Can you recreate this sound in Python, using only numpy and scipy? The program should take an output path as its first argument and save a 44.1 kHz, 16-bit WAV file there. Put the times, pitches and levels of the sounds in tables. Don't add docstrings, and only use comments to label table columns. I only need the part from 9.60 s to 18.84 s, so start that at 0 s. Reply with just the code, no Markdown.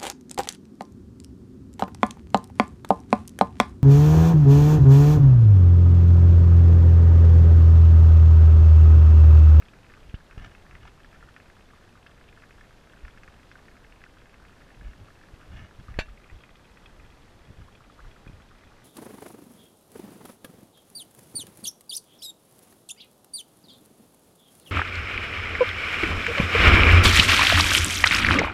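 import sys
import numpy as np
from scipy import signal
from scipy.fft import rfft, irfft
from scipy.io import wavfile
from scipy.ndimage import uniform_filter1d

SR = 44100
rng = np.random.default_rng(int(sys.argv[2]) if len(sys.argv) > 2 else 0)


def persist_wave(psi):
    counts = np.round(np.clip(psi, -1, 1) * 32767).astype(np.int16)
    wavfile.write(sys.argv[1], SR, np.atleast_2d(counts).T)


N = 407484
TIME = np.arange(N) / SR

# t/s, level/dB, f/Hz, after-ring level/dB
LOUD_BURSTS = [(0.023, -38, 1920, -54.0), (0.085, -39, 2520, -50), (0.139, -47, 1940, -52),
               (0.245, -45, 1950, -58.0), (0.299, -41, 1760, -55.0), (0.338, -37.5, 1920, -48),
               (0.404, -48, 3120, -64), (0.497, -46, 2400, -62), (0.507, -50, 1820, -59.0),
               (0.543, -37, 1660, -49.0), (0.545, -41, 2850, -43), (0.551, -41, 3050, -48),
               (0.607, -50, 1670, -51), (0.711, -37.5, 1930, -56), (0.729, -45.0, 1580, -59),
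               (0.95, -37.5, 1940, -50.0), (1.065, -45.0, 1790, -51), (1.111, -36, 1890, -50),
               (1.152, -35.5, 1920, -43), (1.253, -38.5, 730, -38), (1.276, -46, 1510, -55.0),
               (1.376, -52, 1050, -63), (1.446, -39, 1650, -53), (1.529, -41, 1780, -63.0),
               (1.545, -43.0, 1810, -51), (1.559, -51.0, 1260, -57.0), (1.627, -41.5, 1390, -54),
               (1.688, -45, 1440, -54), (1.764, -34, 1810, -45), (1.801, -39.5, 1860, -54.0),
               (1.858, -49, 1740, -62.0), (1.899, -44, 1780, -54), (2.134, -50, 1180, -55.0),
               (2.354, -49, 1290, -54), (2.464, -39, 1720, -49), (2.469, -38.5, 2900, -59),
               (2.612, -42, 1750, -59.0), (2.688, -42, 2420, -50), (2.727, -44, 1850, -55.0),
               (2.775, -43, 1440, -66), (2.822, -41, 1880, -52.0), (2.837, -40, 1700, -55.0),
               (2.908, -39.5, 1920, -50), (3.01, -41, 1690, -49), (3.335, -43, 1560, -55),
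               (3.45, -37.0, 1790, -46.0), (3.481, -36.0, 1680, -58), (3.575, -41, 1750, -51),
               (3.634, -36.5, 1900, -50.0), (3.635, -42, 5050, -67.0), (3.678, -39.5, 1880, -47),
               (3.796, -51.5, 1840, -55), (3.831, -43, 1930, -56.0), (3.915, -36.5, 1800, -52),
               (3.922, -44, 3320, -58.0), (3.955, -39.5, 1520, -50), (3.991, -46, 1780, -57.0),
               (4.083, -39.5, 1830, -46), (4.168, -44, 1840, -58.0), (4.247, -42, 1840, -58.0),
               (4.324, -40, 2150, -61.0), (4.417, -43.0, 1740, -63.0), (4.439, -35, 1910, -43),
               (4.452, -49, 3220, -62), (4.463, -47, 1500, -53), (4.569, -49.5, 1370, -61.0),
               (4.585, -43, 2900, -64), (4.618, -46, 1740, -59.0), (4.658, -45, 1680, -63.0),
               (4.695, -45, 2000, -62.0), (4.742, -40.5, 1950, -53.0), (4.798, -53, 1250, -56),
               (4.851, -40.5, 1860, -54), (4.883, -46, 2300, -62), (5.018, -45, 1840, -51),
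               (5.089, -47, 1750, -60), (5.104, -45, 1810, -49), (5.211, -44.0, 1740, -51.0),
               (5.333, -50, 1850, -48), (5.504, -45, 1550, -65), (5.612, -50, 1790, -51),
               (5.636, -45.0, 1540, -58), (5.815, -48, 1510, -55.0), (6.283, -46, 1220, -50),
               (6.341, -41.5, 1880, -42), (6.484, -54, 1220, -59.0), (6.575, -44.0, 2150, -50),
               (6.642, -43, 2170, -51), (6.699, -39.5, 1950, -47), (6.806, -53.5, 1210, -62.0),
               (6.837, -38, 2100, -54.0), (6.892, -43, 1900, -56.0), (6.956, -41, 2580, -65),
               (7.045, -47, 2440, -60), (7.173, -40, 1900, -63), (7.259, -35.5, 2440, -54),
               (7.261, -38, 4490, -65.0), (7.398, -42, 1910, -67), (7.503, -45, 2400, -63.0),
               (8.014, -52.5, 1260, -63.0), (8.081, -54.0, 1030, -52), (8.152, -40, 2530, -54),
               (8.298, -52.5, 1220, -56.0), (8.391, -45, 1200, -55), (8.402, -50, 1640, -46),
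               (8.447, -48.0, 1410, -56), (8.512, -45.0, 2530, -61), (8.563, -52.0, 1640, -50),
               (8.663, -49, 1660, -51), (8.676, -44, 2420, -49.5), (8.8, -51, 1450, -57),
               (8.82, -44.0, 2490, -61.0), (8.951, -50, 1630, -60.0), (9.036, -46, 1760, -52)]
# f/Hz, relative level/dB
BRUSH_SPECTRUM = [(150, 5), (480, -14.5), (640, 5.5), (1020, -9), (1270, 4), (1550, -3), (1750, 8.5),
                  (1930, -10), (2130, 5), (2500, -10.5), (2900, 1), (3180, -12), (3340, -3), (3900, -24),
                  (5700, -13.5), (9000, -41), (15000, -38)]
# f/Hz, relative level/dB, T60/s
CASE_MODES = [(635, -5, 0.12), (900, -1, .03), (1050, -10, .07), (1130, -10, .11), (1450, -8, 0.11),
              (1510, -4, .11), (1640, -2, 0.1), (1710, -2, 0.13), (1809, 13, .03), (1888, 4, 0.12),
              (2040, -6, .04), (2140, -9, .1), (2294, 4.5, 0.075), (2340, 9.5, .063), (2493, 4.5, .069),
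              (2707, -1.5, .15), (2830, 3, 0.031), (3073, -5.5, 0.098), (3200, -9.5, .031),
              (3380, -13, .08), (3625, -10, 0.1), (3775, -12, 0.14), (4360, -7.5, .1), (4365, 3, 0.048),
              (4554, -10, 0.079), (5760, -18, .13), (5900, -24, 0.13), (6270, -27, 0.12),
              (7200, -16, 0.094), (7260, -16, .07), (10600, -29, .1)]


def undb(db):
    return 10 ** (np.asarray(db) / 20)


def unit(x):
    return x / np.sqrt(np.mean(x ** 2))


def add(out, s, x):
    i = int(s * SR)
    x = x[max(-i, 0):max(N - i, 0)]
    out[max(i, 0):max(i, 0) + len(x)] += x


def colour(x, points):
    size = 4096
    hz, db = np.transpose(points)
    bin_hz = np.arange(size // 2 + 1) * SR / size
    gain = undb(np.interp(np.log(bin_hz + 1), np.log(hz), db))
    cepstrum = irfft(np.log(gain))
    cepstrum[1:size // 2] *= 2
    cepstrum[size // 2 + 1:] = 0
    return signal.fftconvolve(x, irfft(np.exp(rfft(cepstrum))))[:len(x)]


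def noise(spectrum):
    return unit(colour(rng.standard_normal(N), spectrum))


def waver(per_s):
    hold = int(SR / per_s)
    steps = np.repeat(rng.standard_normal(N // hold + 1), hold)
    return np.sqrt(1.5) * uniform_filter1d(steps, hold)[:N]


def bell(sigma_s):
    return np.exp(-.5 * (np.arange(SR) / SR - .5) ** 2 / sigma_s ** 2)


def modes(rows, damping=1):
    t = np.arange(SR // 3) / SR
    return sum((-1) ** k * undb(db - 60 * damping * t / t60) * np.sin(2 * np.pi * hz * t)
               for k, (hz, db, t60) in enumerate(rows))


def air(level_db=-53, waver_db=0.42):
    # f/Hz, relative level/dB
    spectrum = [(12, -2.5), (25, 3.5), (55, -1.5), (110, -5), (250, -10), (600, -14.5), (940, -17),
                (1300, -19.5), (1700, -20), (2250, -24.5), (3350, -26.5), (3900, -27.5), (11700, -41),
                (15000, -49)]
    return noise(spectrum) * undb(level_db + waver_db * waver(6))


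def wind(buffet_db=-.5, rush_db=-22.5, flutter_db=2, eddy_db=3.0, lowest_hz=20):
    # t/s, Gaussian width/s, level/dB, upper edge of the eddies f/Hz
    gusts = [(0.476, 0.028, -45, 60), (0.834, 0.049, -43, 110), (1.151, 0.032, -44.5, 106),
             (1.227, 0.043, -48.5, 90), (1.622, 0.016, -45.5, 49), (3.05, 0.098, -54, 45),
             (3.461, 0.021, -39.5, 44.7), (4.123, 0.0073, -48.5, 90), (5.264, 0.039, -38, 52),
             (5.416, 0.035, -44, 116), (5.74, 0.008, -44.5, 117), (5.979, 0.051, -38, 107),
             (6.202, 0.0093, -38.5, 70), (6.304, 0.018, -36.5, 121), (6.372, 0.017, -36, 55),
             (6.47, 0.074, -46, 59), (6.744, 0.027, -43.5, 56), (7.413, 0.063, -48, 49.5),
             (7.901, 0.017, -47, 150), (8.015, 0.022, -39.5, 71), (8.463, 0.023, -38.5, 52.6),
             (8.72, 0.034, -45.5, 85)]
    buffet, rush = np.zeros(N), np.zeros(N)
    for s, width, db, edge_hz in gusts:
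        swell = bell(width)
        band = signal.butter(2, [lowest_hz, max(edge_hz, 2 * lowest_hz)], "band", fs=SR, output="sos")
        eddies = signal.sosfilt(band, rng.standard_normal(SR))
        eddies /= np.sqrt(np.average(eddies ** 2, weights=swell ** 2))
        add(buffet, s - .5, undb(db + buffet_db) * swell * eddies)
        add(rush, s - .5, undb(db + rush_db) * swell)
    buffet *= undb(eddy_db * waver(60))
    return buffet + rush * noise(BRUSH_SPECTRUM) * undb(flutter_db * waver(90))


def rubs(catches_per_s=900, grit_db=4, grip_damping=3, ring_db=-9):
    # t/s, Gaussian width/s, level/dB
    slips = [(.781, 0.0028, -48), (.797, 0.0049, -54), (0.821, 0.0091, -54), (0.848, 0.0076, -49),
             (0.862, 0.0089, -56), (0.919, 0.0056, -56), (1.231, 0.0067, -55.5), (1.253, .003, -54),
             (1.276, 0.01, -53), (5.988, 0.059, -53.5)]
    slip = np.zeros(N)
    for s, width, db in slips:
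        add(slip, s - .5, undb(db) * bell(width))
    sizes = rng.choice([-1, 1], N) * undb(grit_db * np.clip(rng.standard_normal(N), -2, 2))
    catches = unit(sizes * (rng.random(N) < catches_per_s / SR))
    ring = modes(CASE_MODES, grip_damping)
    ringing = signal.fftconvolve(slip * catches, ring / np.linalg.norm(ring))[:N]
    return slip * unit(colour(catches, BRUSH_SPECTRUM)) + undb(ring_db) * ringing


def bumps():
    # t/s, strength/dB, rise/s, fall/s, leak cutoff f/Hz
    pushes = [(0.541, 0, 0.0026, 0.002, 38), (.776, -22, 0.00073, 0.0069, 25),
              (5.221, -19, 0.0012, 0.0012, 30), (6.3883, -16.5, 0.00024, 0.018, 22),
              (6.416, -22, .002, .003, 30), (8.6685, -14, 0.0015, 0.0017, 30),
              (8.6971, -13, 0.0014, .0011, 30)]
    out, t = np.zeros(N), np.arange(SR // 5) / SR
    for s, db, rise, fall, leak_hz in pushes:
        pulse = undb(db) * (1 - np.exp(-t / rise)) ** 2 * np.exp(-t / fall)
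        leak = signal.butter(2, leak_hz, "high", fs=SR, output="sos")
        add(out, s, signal.sosfilt(leak, pulse))
    return out


def knock(ring_db=-39.5, crack_db=-31, crack_t60=0.063):
    # t/s, relative level/dB
    contacts = [(6.389, 2.5), (6.39089, -1.5), (6.3976, -4.5), (6.4, -7.5), (6.4083, -8.5)]
    # f/Hz, level/dB, T60/s
    body_modes = [(554, -17.5, .012), (755, -25, .022)]
    # f/Hz, relative level/dB
    crack_spectrum = [(150, -11), (430, -19), (650, -22), (800, -7), (950, -2), (1300, -9), (1700, 1.5),
                      (2000, -1), (2600, -3.5), (3300, -11), (4000, -8.5), (4400, -6.5), (5200, -21),
                      (7100, -22.5), (8000, -29), (9500, -37), (10700, -28.5), (15000, -56)]
    out, ring = np.zeros(N), modes(CASE_MODES)
    t = np.arange(len(ring)) / SR
    add(out, contacts[0][0], modes(body_modes))
    for s, db in contacts:
        crack = unit(colour(rng.standard_normal(len(t)), crack_spectrum)) * undb(-60 * t / crack_t60)
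        add(out, s, undb(db + ring_db) * ring + undb(db + crack_db) * crack)
    return out


def shower(flow, per_s, db, spread_db, hz, spread_octaves, swell_cycles, ring_db):
    count = 800
    late, size, pitch, tear = np.clip(rng.standard_normal((count, 4)).T, -2, 2)
    times = (np.arange(count) + late) / per_s
    levels = db + spread_db * size + np.interp(times, *np.transpose(flow))
    pitches = hz * 2 ** (spread_octaves * pitch)
    swells = swell_cycles * 2 ** (0.22 * tear)
    rows = np.transpose([times, levels, pitches, swells, levels + ring_db])
    return rows[(times > 0) & (times < N / SR)]


def splutter(soonest_s=0.00197, latest_s=.008, drop_db=-16, spread_db=3, octaves=.6, swell_cycles=0.41):
    rows = []
    for s, db, hz, ring_db in LOUD_BURSTS:
        late, size, small = rng.random(3)
        time = s + soonest_s + late * (latest_s - soonest_s)
        level = db + drop_db + spread_db * (2 * size - 1)
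        rows.append((time, level, hz * 2 ** (octaves * small), swell_cycles, ring_db + drop_db))
    return rows


def pops(swell_cycles=0.44, ref_db=-41.5, doubling_db=24, ref_hz=1700, roundness=0.6):
    rows = []
    for s, db, hz, ring_db in LOUD_BURSTS:
        swell = swell_cycles * 2 ** ((ref_db - db) / doubling_db) * (ref_hz / hz) ** roundness
        rows.append((s, db, hz, swell, ring_db))
    return rows


def bursts(rows, glide_octaves=0.37, snap_db=-22, rebound_s=0.00255, rebound_db=-5,
           scatter_db=-9, scatter_t60=0.084, ring_swell_s=0.0022, ring_glide_per_s=12):
    out, t = np.zeros(N), np.arange(SR // 20) / SR
    tick_t = t[:SR // 100]
    scatter = undb(-60 * t / scatter_t60) * (t > .002)
    scatter *= undb(scatter_db) / np.linalg.norm(scatter)
    ring_shape = (t / ring_swell_s) ** 2 * np.exp(2 - 2 * t / ring_swell_s)
    for s, db, hz, swell_cycles, ring_db in rows:
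        age = tick_t * hz / swell_cycles
        rising_hz = hz * 2 ** (glide_octaves * np.tanh((age - 2.2) / 2))
        phase = 2 * np.pi * (np.cumsum(rising_hz) / SR + rng.random())
        shape = (age / 2) ** 2 * np.exp(2 - age)
        snap = undb(snap_db) / swell_cycles * rng.standard_normal(len(age))
        tick = undb(db) * shape * (np.sin(phase) + snap)
        paths = scatter * rng.standard_normal(len(t))
        paths[0] += 1
        rebound = int(rebound_s * rng.uniform(.65, 1.35) * SR)
        paths[rebound] += undb(rebound_db) * rng.choice([-1, 1])
        add(out, s - swell_cycles / hz, signal.fftconvolve(tick, paths))
        ring_cycles = np.cumsum(hz * (1 + ring_glide_per_s * (t - ring_swell_s))) / SR
        add(out, s, undb(ring_db) * ring_shape * np.sin(2 * np.pi * (ring_cycles + rng.random())))
    return out


def vent():
    # t/s, relative level/dB
    plop_flow = [(0, -3), (1.5, 6.5), (3.2, 1.5), (4.6, 3), (5.5, 2.5), (6.3, -9), (7.7, -0.5), (8.4, -2),
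                 (9.24, 6)]
    # t/s, relative level/dB
    fizz_flow = [(0, 4), (1.5, 1.5), (2.2, 2.5), (3.4, 3.5), (4.8, 1), (5.7, 4.5), (6.6, 2.5), (7.7, 0),
                 (8.5, 1), (9.24, 2)]
    # f/Hz, gain/dB
    pale_heap = [(400, -27), (950, -4.5), (1200, 4.5), (1780, 3.5), (1930, -7), (2140, 0.5), (2330, -5),
                 (2620, 5), (2900, -1.5), (3480, 1.5), (3800, -11), (5100, 4.5), (11000, -36)]
    # f/Hz, gain/dB
    dark_heap = [(400, -25), (950, -1.5), (1200, 7.5), (1680, -1.5), (1810, -3), (2020, 2.5), (2280, -5.5),
                 (2480, 5.5), (2940, -10.5), (3280, 5.5), (3950, -9), (5100, -1), (11000, -49)]
    # t/s, share of the dark heap (0-1)
    turn = [(0, 0.28), (6.0, 0.14), (6.8, 0.98), (9.24, 1)]
    plops = shower(plop_flow, per_s=12, db=-56, spread_db=2,
                   hz=1518, spread_octaves=0.1, swell_cycles=0.6, ring_db=-13)
    fizz = shower(fizz_flow, per_s=55, db=-53, spread_db=2.5,
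                  hz=2050, spread_octaves=0.42, swell_cycles=0.38, ring_db=-19)
    bubbling = bursts(pops()) + bursts(splutter()) + bursts(plops) + bursts(fizz)
    turned = np.interp(TIME, *np.transpose(turn))
    return (1 - turned) * colour(bubbling, pale_heap) + turned * colour(bubbling, dark_heap)


def scene():
    return (air() + wind() + rubs() + bumps() + knock() + vent())[None]


def record(dry):
    cutoff_hz = 15100
    return signal.sosfilt(signal.ellip(10, .2, 70, cutoff_hz, fs=SR, output="sos"), dry)


dry = scene()
out = record(dry)
persist_wave(out)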